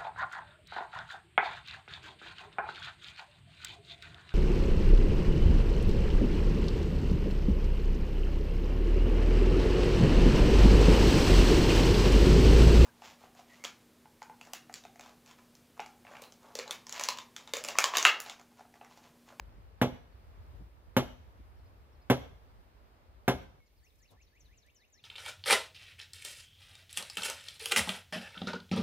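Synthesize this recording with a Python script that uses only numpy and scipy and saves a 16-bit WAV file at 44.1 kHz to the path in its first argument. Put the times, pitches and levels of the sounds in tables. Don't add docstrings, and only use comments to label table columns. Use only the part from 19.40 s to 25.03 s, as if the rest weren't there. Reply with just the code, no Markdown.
import sys
import numpy as np
from scipy import signal
from scipy.fft import rfft, irfft, next_fast_len
from scipy.io import wavfile
from scipy.ndimage import uniform_filter1d, map_coordinates

SR = 44100
rng = np.random.default_rng(int(sys.argv[2]) if len(sys.argv) > 2 else 0)


def master(y):
    cut = np.clip(np.atleast_2d(y).T, -1, 1)
    pcm = np.round(cut * 32767)
    wavfile.write(sys.argv[1], SR, pcm.astype(np.int16))


def elevation(decibels):
    levels = np.asarray(decibels, float)
    return 10 ** (levels / 20)


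N = 248283
CHANGE_S = 4.205

# frequency in Hz, level in dB per Hz.
RUMBLE_SPECTRUM = [(20, -53), (32, -23.5), (42, -2), (53, 2), (70, -3), (100, -11), (150, -24),
                   (300, -38.5), (500, -120)]
GUST_SPECTRUM = [(59, -28.5), (100, -8.5), (173, -11), (309, -11.5), (600, -11), (1300, -25), (1690, -58),
                 (2860, -120)]
FAR_LEAVES_SPECTRUM = [(530, -16), (900, -6), (3000, -19), (3970, -21.5), (4880, -22.5), (5620, -26.5),
                       (8500, -34.5), (11000, -60.5), (18700, -120)]
NEAR_LEAVES_SPECTRUM = [(530, -15), (900, 0), (1500, -4.5), (2160, -2), (3280, -4.5), (6280, -8.5),
                        (9500, -31), (12400, -51), (20900, -120)]
HISS_SPECTRUM = [(4100, -30.5), (7000, -18.5), (7600, -4), (9000, 1), (14700, 4), (15600, 0),
                 (15900, -42.5)]
# frequency in Hz, correlation from -1 to 1.
LEFT_RIGHT_LIKENESS = [(60, 0.3), (150, 0.67), (380, 0.89), (950, -0.38), (2380, 0.27), (5980, -0.4),
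                       (15000, 0.65)]
# time in seconds, strength in dB.
WIND_STRENGTH = [
    [(0, 4.5), (.2, 1.5), (.5, -5.5), (.85, 1.5), (1.02, 4), (1.19, 10), (1.3, -3), (2, 2.5), (2.5, -1.5),
     (3.2, -1.5), (4.2, -7.5)],
    [(4.206, -2), (4.4, 1.5), (4.95, -2), (5.05, 8), (5.15, 3.5), (5.3, -2.5), (5.63, -5)],
]
# rumble, gust body, leaves and top hiss, all in dB.
CALM_LEVELS = [
    (-57, -67.5, -68.5, -84.5),
    (-68.5, -76.5, -77.5, -85),
]
LAYER_GROWTH = (1, 0.25, .3, .3)

# start in seconds, length in seconds, centre in Hz, level in dB.
SCUFFS = [(0.164, 0.04, 172, -59), (1.195, 0.035, 141, -48.5), (1.991, 0.025, 160, -57),
          (5.2, 0.0025, 9000, -85), (4.25, 0.49, 13000, -84), (4.552, 0.014, 7000, -77),
          (4.58, 0.032, 7340, -77), (4.695, 0.057, 3800, -74), (4.698, 0.083, 600, -66),
          (4.7, 0.075, 123, -61.5), (4.701, 0.028, 11000, -72.5), (5.262, 0.0077, 7350, -72),
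          (5.266, 0.017, 2744, -72), (5.345, .005, 11900, -77), (5.372, .005, 12000, -78),
          (5.45, .006, 11900, -81), (5.5, 0.0065, 12100, -77.5)]

# time after the start in seconds, frequency in Hz, level in dB (the upbeat keeps an even
RISE_SHAPE = [(0, 1627, 5), (.01, 1711, -0.5), (.04, 2140, 5), (.052, 2490, 7.5), (.062, 2900, 7.5),
              (.07, 3300, -30)]
FALL_SHAPE = [(0, 8340, -10), (.008, 7300, 2), (.02, 5980, 8), (.03, 5500, -2.5), (.045, 5290, -5)]
DROP_SHAPE = [(0, 4730, -2), (.01, 4186, -0.5), (.022, 3770, 3), (.036, 3400, -7)]
UPBEAT_SHAPE = [(0, 5770, 0.0038), (.012, 7740, 0)]
SWEEP_SHAPE = [(0, 5650, 0), (.03, 3930, 0)]
CHIP_SHAPE = [(0, 4680, 0), (.017, 4370, 0)]
# start in seconds, level in dB, tempo factor, pitch factor.
RISES = [(4.412, -81, 1.01, 0.97), (4.601, -80.5, 1.01, 1), (4.761, -79, 0.97, 1),
         (4.917, -78.5, 1.05, 0.98), (5.08, -79, 1.07, .99), (5.24, -78, 1.01, .99),
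         (5.388, -78, 1.03, .99), (5.539, -79, 1.06, 0.97)]
FALLS = [(4.43, -80, 1.1, 1), (4.612, -77.5, 1.1, 0.98), (4.808, -79.5, 1.1, 0.97),
         (4.992, -74, 0.93, 1.004), (5.167, -75, .95, .99), (5.343, -75, 1.18, 0.97),
         (5.518, -73, 1.3, 0.96)]
DROPS = [(4.491, -80, 0.65, .98), (4.675, -77.5, 1.04, 0.99), (4.863, -80, 0.71, 1),
         (5.045, -75.5, 0.99, 1), (5.219, -76, 0.76, .99), (5.395, -76.5, 1.1, 1.01),
         (5.571, -74.5, 1.07, 0.98)]
SWEEPS = [(4.256, -81, .97, 0.97), (4.26, -83, .7, 1.33), (4.369, -81, 1.17, 0.95), (4.586, -80.5, 1, 1),
          (4.815, -80, .8, 0.94)]
# start in seconds, level in dB.
CHIPS = [(4.356, -93), (4.392, -86), (4.428, -80), (4.876, -80.5), (4.908, -82), (5.614, -80)]
# start in seconds, length in seconds, from Hz, to Hz, level in dB.
CHIRPS = [(0.726, 0.012, 4420, 4380, -78), (4.197, 0.043, 2247, 2143, -75), (4.255, 0.03, 2210, 2140, -84),
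          (4.477, 0.012, 5540, 4730, -78), (5.037, 0.049, 3050, 2910, -91), (5.156, .0217, 2890, 2480, -86),
          (5.192, .05, 2250, 2300, -91), (5.297, 0.012, 2900, 3840, -77), (5.34, 0.044, 3040, 2940, -86)]
# time after the start in seconds, length in seconds, from Hz, to Hz, level in dB.
CALL_NOTES = [
    (0, .027, 5470, 5380, -1),
    (.023, 0.012, 4820, 4000, -1),
    (.087, .022, 4050, 4800, -1),
    (.093, .016, 5010, 5150, 0.5),
]
# start in seconds, level in dB.
CALLS = [(2.166, -82), (2.524, -80)]
# delay in seconds, level in dB.
PERCH_ECHOES = [
    (.004, -5),
    (.016, -15),
]

BLOW_TIMES = [
    .4148,
    1.566,
    2.6997,
    3.8793,
]
# peak in dB, then thud, knock, clack and steel in dB relative to the peak.
BLOWS = [
    (-7.5, -6.5, -8.5, -10.5, -24),
    (-8, -5.5, -9.5, -8, -20.5),
    (-6, -9, -9.5, -9.5, -22.5),
    (-6, -8.5, -12, -11.5, -22.5),
]
# frequency in Hz, t60 in seconds, level in dB for blows one to four.
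BENDING_MODES = [(128, .17, -1, -1, -1, -2), (200, .075, 0, 0, 0, 0), (248, .16, 2, 2, 0, -7),
                 (263, .16, -14, -12, -10, -5), (318, .2, -14, -16, -22, -16), (389, .16, -9, -9, -5, -3),
                 (462, .13, -12, -12, -9, -13), (533, .12, -5, -2, -3, -3), (600, .12, -13, -12, -12, -13),
                 (700, .15, -12, -12, -13, -13), (737, .13, -14, -11, -14, -1),
                 (835, .16, -10, -12, -18, -16)]
# frequency in Hz, t60 in seconds, level in dB for blows one to four.
UPPER_MODES = [(960, .12, -16, -18, -18, -20), (1040, .11, -11, -15, -16, -15),
               (1165, .11, -19, -19, -20, -22), (1330, .12, -19, -17, -20, -22),
               (1430, .1, -20, -18, -22, -24), (1560, .14, -23, -23, -25, -19),
               (1660, .12, -23, -23, -23, -16), (1760, .12, -23, -22, -25, -22),
               (2000, .1, -28, -26, -27, -24), (2165, .3, -28, -32, -36, -26),
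               (2390, .14, -31, -31, -33, -32), (2665, .085, -28, -27, -21, -21),
               (3280, .09, -27, -27, -25, -20), (3390, .17, -29, -29, -22, -30)]
# frequency in Hz, level in dB, t60 in seconds.
HEAD_MODES = [(4480, -15, .12), (5830, -3, .13), (6950, -10, .07), (9200, -10, .06), (10850, -12, .15),
              (11150, -11, .17), (11480, -9, .11), (12370, -1, .075), (13160, -5, .07), (14200, 2, .045)]
# frequency in Hz, level in dB per Hz.
FIBRE_SPECTRUM = [(35, -30), (60, -10.5), (566, 0.5), (1380, -19.5), (2470, -26.5), (2650, -27.5),
                  (3340, -27), (4970, -42), (5720, -36.5), (9790, -45), (12700, -32.5), (15000, -32),
                  (15900, -60.5)]
# frequency in Hz, t60 in seconds.
FIBRE_DECAY = [(100, 0.18), (500, 0.2), (2000, 0.12), (5000, 0.22), (12000, 0.043)]
# frequency in Hz, t60 in seconds.
TREE_DECAY = [(100, 0.35), (500, 0.53), (2000, 0.55), (5000, 0.63), (12000, 0.43)]


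def unit(x):
    return x / np.sqrt(np.mean(x ** 2) + 1e-20)


def along(points, hz):
    f, v = np.transpose(points)
    return np.interp(np.log(hz + 1), np.log(f + 1), v)


def wobble(rate):
    knots = rng.standard_normal(int(N * rate / SR) + 4)
    return map_coordinates(knots, [np.arange(N) * rate / SR])


def filtered(x, response):
    m = next_fast_len(x.shape[-1] + 8192)
    spectrum = rfft(x, m) * response(np.fft.rfftfreq(m, 1 / SR))
    return irfft(spectrum, m)[..., :x.shape[-1]]


def spread(x, pan_db, lag_ms):
    side = np.array([[.5], [-.5]])
    return filtered(x, lambda hz: elevation(pan_db * side) * np.exp(-2j * np.pi * hz * side * lag_ms / 1000))


def dying(t60s, channels):
    hz, t, z = signal.stft(rng.standard_normal((channels, SR // 2)), SR, nperseg=128)
    z = z * elevation(-60 * t / along(t60s, hz)[:, None])
    return signal.istft(z, SR, nperseg=128)[1][:, :SR // 2]


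def rush(spectrum, patchy_db):
    z = signal.stft(rng.standard_normal((2, N)), nperseg=512)[2]
    field = uniform_filter1d(rng.standard_normal(z.shape[1:]), size=6, axis=0)
    field = uniform_filter1d(field, size=10, axis=1)
    pair = signal.istft(z * elevation(patchy_db * unit(field)), nperseg=512)[1][:, :N]

    def mid_side_response(hz):
        angle = np.arccos(np.clip(along(LEFT_RIGHT_LIKENESS, hz), -1, 1)) / 2
        return elevation(along(spectrum, hz)) * [np.cos(angle), np.sin(angle)]

    mid, side = filtered(pair, mid_side_response)
    return unit(np.array([mid + side, mid - side]))


def breeze():
    t = np.arange(N) / SR
    strength_db = np.interp(t, *np.concatenate(WIND_STRENGTH).T)
    calm_db = np.array(CALM_LEVELS)[(t >= CHANGE_S).astype(int)].T
    rumble_db, gust_db, leaves_db, hiss_db = calm_db + np.outer(LAYER_GROWTH, strength_db)
    flutter = wobble(6.8)
    lumps = elevation(.8 * wobble(32))
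    rumble = elevation(rumble_db + 2.0) * unit(lumps * rush(RUMBLE_SPECTRUM, patchy_db=-1.0))
    gust = elevation(gust_db + 0.41 * flutter) * rush(GUST_SPECTRUM, patchy_db=0.5)
    far_leaves = rush(FAR_LEAVES_SPECTRUM, patchy_db=.6)
    near_leaves = rush(NEAR_LEAVES_SPECTRUM, patchy_db=-0.5)
    foliage = np.where(np.arange(N) < CHANGE_S * SR, far_leaves, near_leaves)
    leaves = elevation(leaves_db + .6 * flutter) * foliage
    hiss = elevation(hiss_db + .6 * wobble(13)) * rush(HISS_SPECTRUM, patchy_db=1.3)
    return rumble + gust + leaves + hiss


def handling():
    out = np.zeros((2, N))
    grit_top_hz = 15700
    for s, length, hz, db in SCUFFS:
        u = np.arange(round(length * SR)) / (length * SR)
        grit = rng.standard_normal((2, SR // 2))
        grit = grit + 0.5 * grit[0]
        grit = filtered(grit, lambda f: np.exp(-(np.log2((f + 1) / hz) / 1.02) ** 2) * (f < grit_top_hz))
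        puff = unit(grit[:, :len(u)]) * np.sin(np.pi * u ** 0.9)
        out[:, round(s * SR):][:, :len(u)] += elevation(db) * puff
    return out


def whistle(out, s, shape):
    at, hz, db = np.transpose(shape)
    t = np.arange(round(at[-1] * SR)) / SR
    flicker_db = 1.5 * map_coordinates(rng.standard_normal(40), [t * 220])
    phase = 2 * np.pi * np.cumsum(np.interp(t, at, hz)) / SR
    tone = elevation(np.interp(t, at, db) + flicker_db) * np.sin(phase)
    tone *= np.sqrt(2) * signal.windows.tukey(len(t), .2)
    return np.pad(tone, (round(s * SR), N))[:N] + out


def phrases(shape, rows):
    out = np.zeros(N)
    for s, db, tempo, pitch in rows:
        out = whistle(out, s, np.array(shape) * [tempo, pitch, 1] + [0, 0, db])
    return out


def perched(voice, pan_db, lag_ms, wet_db):
    started = np.arange(N)
    echoes = sum(elevation(db) * np.roll(voice, round(s * SR)) * (started > s * SR) for s, db in PERCH_ECHOES)
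    voice = voice + echoes
    tail = dying([(2000, 1.0), (7000, .35)], channels=2)
    wet = signal.fftconvolve(voice[None], tail / np.linalg.norm(tail[0]), axes=1)[:, :N]
    return spread(voice, pan_db, lag_ms) + elevation(wet_db) * wet


def birds():
    far = phrases(SWEEP_SHAPE, SWEEPS) + phrases(CHIP_SHAPE, [(s, db, 1, 1) for s, db in CHIPS])
    notes = list(CHIRPS)
    for s, db in CALLS:
        notes += [(s + later, length, a, b, db + note_db) for later, length, a, b, note_db in CALL_NOTES]
    for s, length, from_hz, to_hz, db in notes:
        far = whistle(far, s, [(0, from_hz, db), (length, to_hz, db)])
    lead_s, flick_db, warm_up = .041, -9, 3
    flicks = [(s - lead_s, db + flick_db, 1, 1) for s, db, *_ in FALLS[warm_up:]]
    falling = phrases(UPBEAT_SHAPE, flicks) + phrases(FALL_SHAPE, FALLS) + phrases(DROP_SHAPE, DROPS)
    up = perched(phrases(RISE_SHAPE, RISES), pan_db=2.0, lag_ms=0.079, wet_db=-9.5)
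    down = perched(falling, pan_db=5.0, lag_ms=-0.03, wet_db=-7.5)
    return up + down + perched(far, pan_db=0.5, lag_ms=0.031, wet_db=-10.0)


def ringing(hz, db, t60, t, blur, attack):
    hz, db, t60 = hz[:, None], db[:, None], np.clip(t60, .03, .3)[:, None]
    steps = rng.standard_normal((len(hz), len(t)))
    drift = blur * np.cumsum(steps, axis=1) * hz / np.sqrt(500 * SR)
    modes = elevation(db - 60 * t / t60) * np.sin(2 * np.pi * hz * t + drift)
    return -np.sum(modes, axis=0) * (1 - np.exp(-t / attack))


def post_ring(mode_db, after):
    hz, t60 = np.transpose(BENDING_MODES + UPPER_MODES)[:2]
    upper_lift_db = 3 * (np.arange(len(hz)) >= len(BENDING_MODES))
    return elevation(-13.0) * ringing(hz, mode_db + upper_lift_db, t60, after, blur=.04, attack=0.00045)


def head_ring(steel_db, after):
    hz, db, t60 = np.transpose(HEAD_MODES)
    bite_db = db + steel_db + 3 * rng.standard_normal(len(HEAD_MODES))
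    return elevation(-7) * ringing(hz, bite_db, t60, after, blur=np.sqrt(.002), attack=.002)


def fibre_crush(tint, t):
    crush = filtered(dying(FIBRE_DECAY, channels=3), lambda hz: elevation(along(FIBRE_SPECTRUM, hz) + along(tint, hz)))
    return crush * elevation(9.5) * (1 - np.exp(-t / 0.00074))


def steel_tick(steel_db, t, after):
    tick = filtered(rng.standard_normal(len(t)), lambda hz: 1 / (1 + (8000 / (hz + 1)) ** 6))
    return tick * elevation(steel_db - 1 - 60 * t / 0.004) * (after > 0)


def ground_shudder(t):
    centre_hz, t60 = 62, 0.65
    noise = rng.standard_normal(len(t))
    noise = filtered(noise, lambda hz: np.exp(-(np.log2((hz + 1) / centre_hz) / 1.2) ** 2))
    return unit(noise) * elevation(-33 - 60 * t / t60) * (1 - np.exp(-t / .03))


def tree_echo(near, t):
    tail = dying(TREE_DECAY, channels=2) * (1 - np.exp(-t / 0.0022))
    dull = filtered(tail, lambda hz: 1 / (1 + (hz / 6000) ** 4))
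    tail += dull * 0.5 * np.exp(-((t - .13) / 0.031) ** 4)
    return signal.fftconvolve(near[None], tail / np.linalg.norm(tail[0]), axes=1)[:, :len(t)]


def hammer():
    out, t = np.zeros((2, N + SR)), np.arange(SR // 2) / SR
    strengths = np.transpose(BENDING_MODES + UPPER_MODES)[2:]
    after = np.clip(t - .001, 0, 1)
    radiation = signal.butter(3, 99.9, "high", fs=SR, output="sos")
    scatter = [(200, -23.5), (1000, -26), (5000, -6.5), (10000, -8.5)]  # (Hz, dB)
    for s, (db, thud_db, knock_db, clack_db, steel_db), mode_db in zip(BLOW_TIMES, BLOWS, strengths):
        tint = [(200, thud_db), (550, knock_db), (1800, clack_db + 15), (10000, steel_db + 24)]
        wood = post_ring(mode_db, after)
        steel = head_ring(steel_db, after)
        crush = fibre_crush(tint, t)
        contact = elevation(clack_db + 2.5 - 60 * t / 0.0065) * np.sin(2 * np.pi * 1550 * t)
        near = contact + wood + steel + crush[0] + steel_tick(steel_db, t, after)
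        near = signal.sosfilt(radiation, near)
        scattered = filtered(crush[1:], lambda hz: elevation(along(scatter, hz)))
        heard = spread(near, pan_db=-0.1, lag_ms=0.095) + ground_shudder(t) + scattered
        heard = heard + elevation(-17.0) * tree_echo(near, t)
        out[:, round(s * SR):][:, :len(t)] += elevation(db) * heard
    return out[:, :N]


def scene():
    first_spot = np.arange(N) < CHANGE_S * SR
    return breeze() + handling() + birds() + hammer() * first_spot


def top_cut(x):
    return signal.sosfilt(signal.butter(12, 16550, fs=SR, output="sos"), x)


def record(dry):
    thin = signal.sosfilt(signal.butter(4, 45, "high", fs=SR, output="sos"), dry)
    thin = filtered(thin, lambda hz: 1 / np.sqrt(1 + (hz / 16300) ** 80))
    soft = thin / (1 + np.abs(thin / .33) ** 3) ** (1 / 3)
    return top_cut(soft)


dry = scene()
out = record(dry)
master(out)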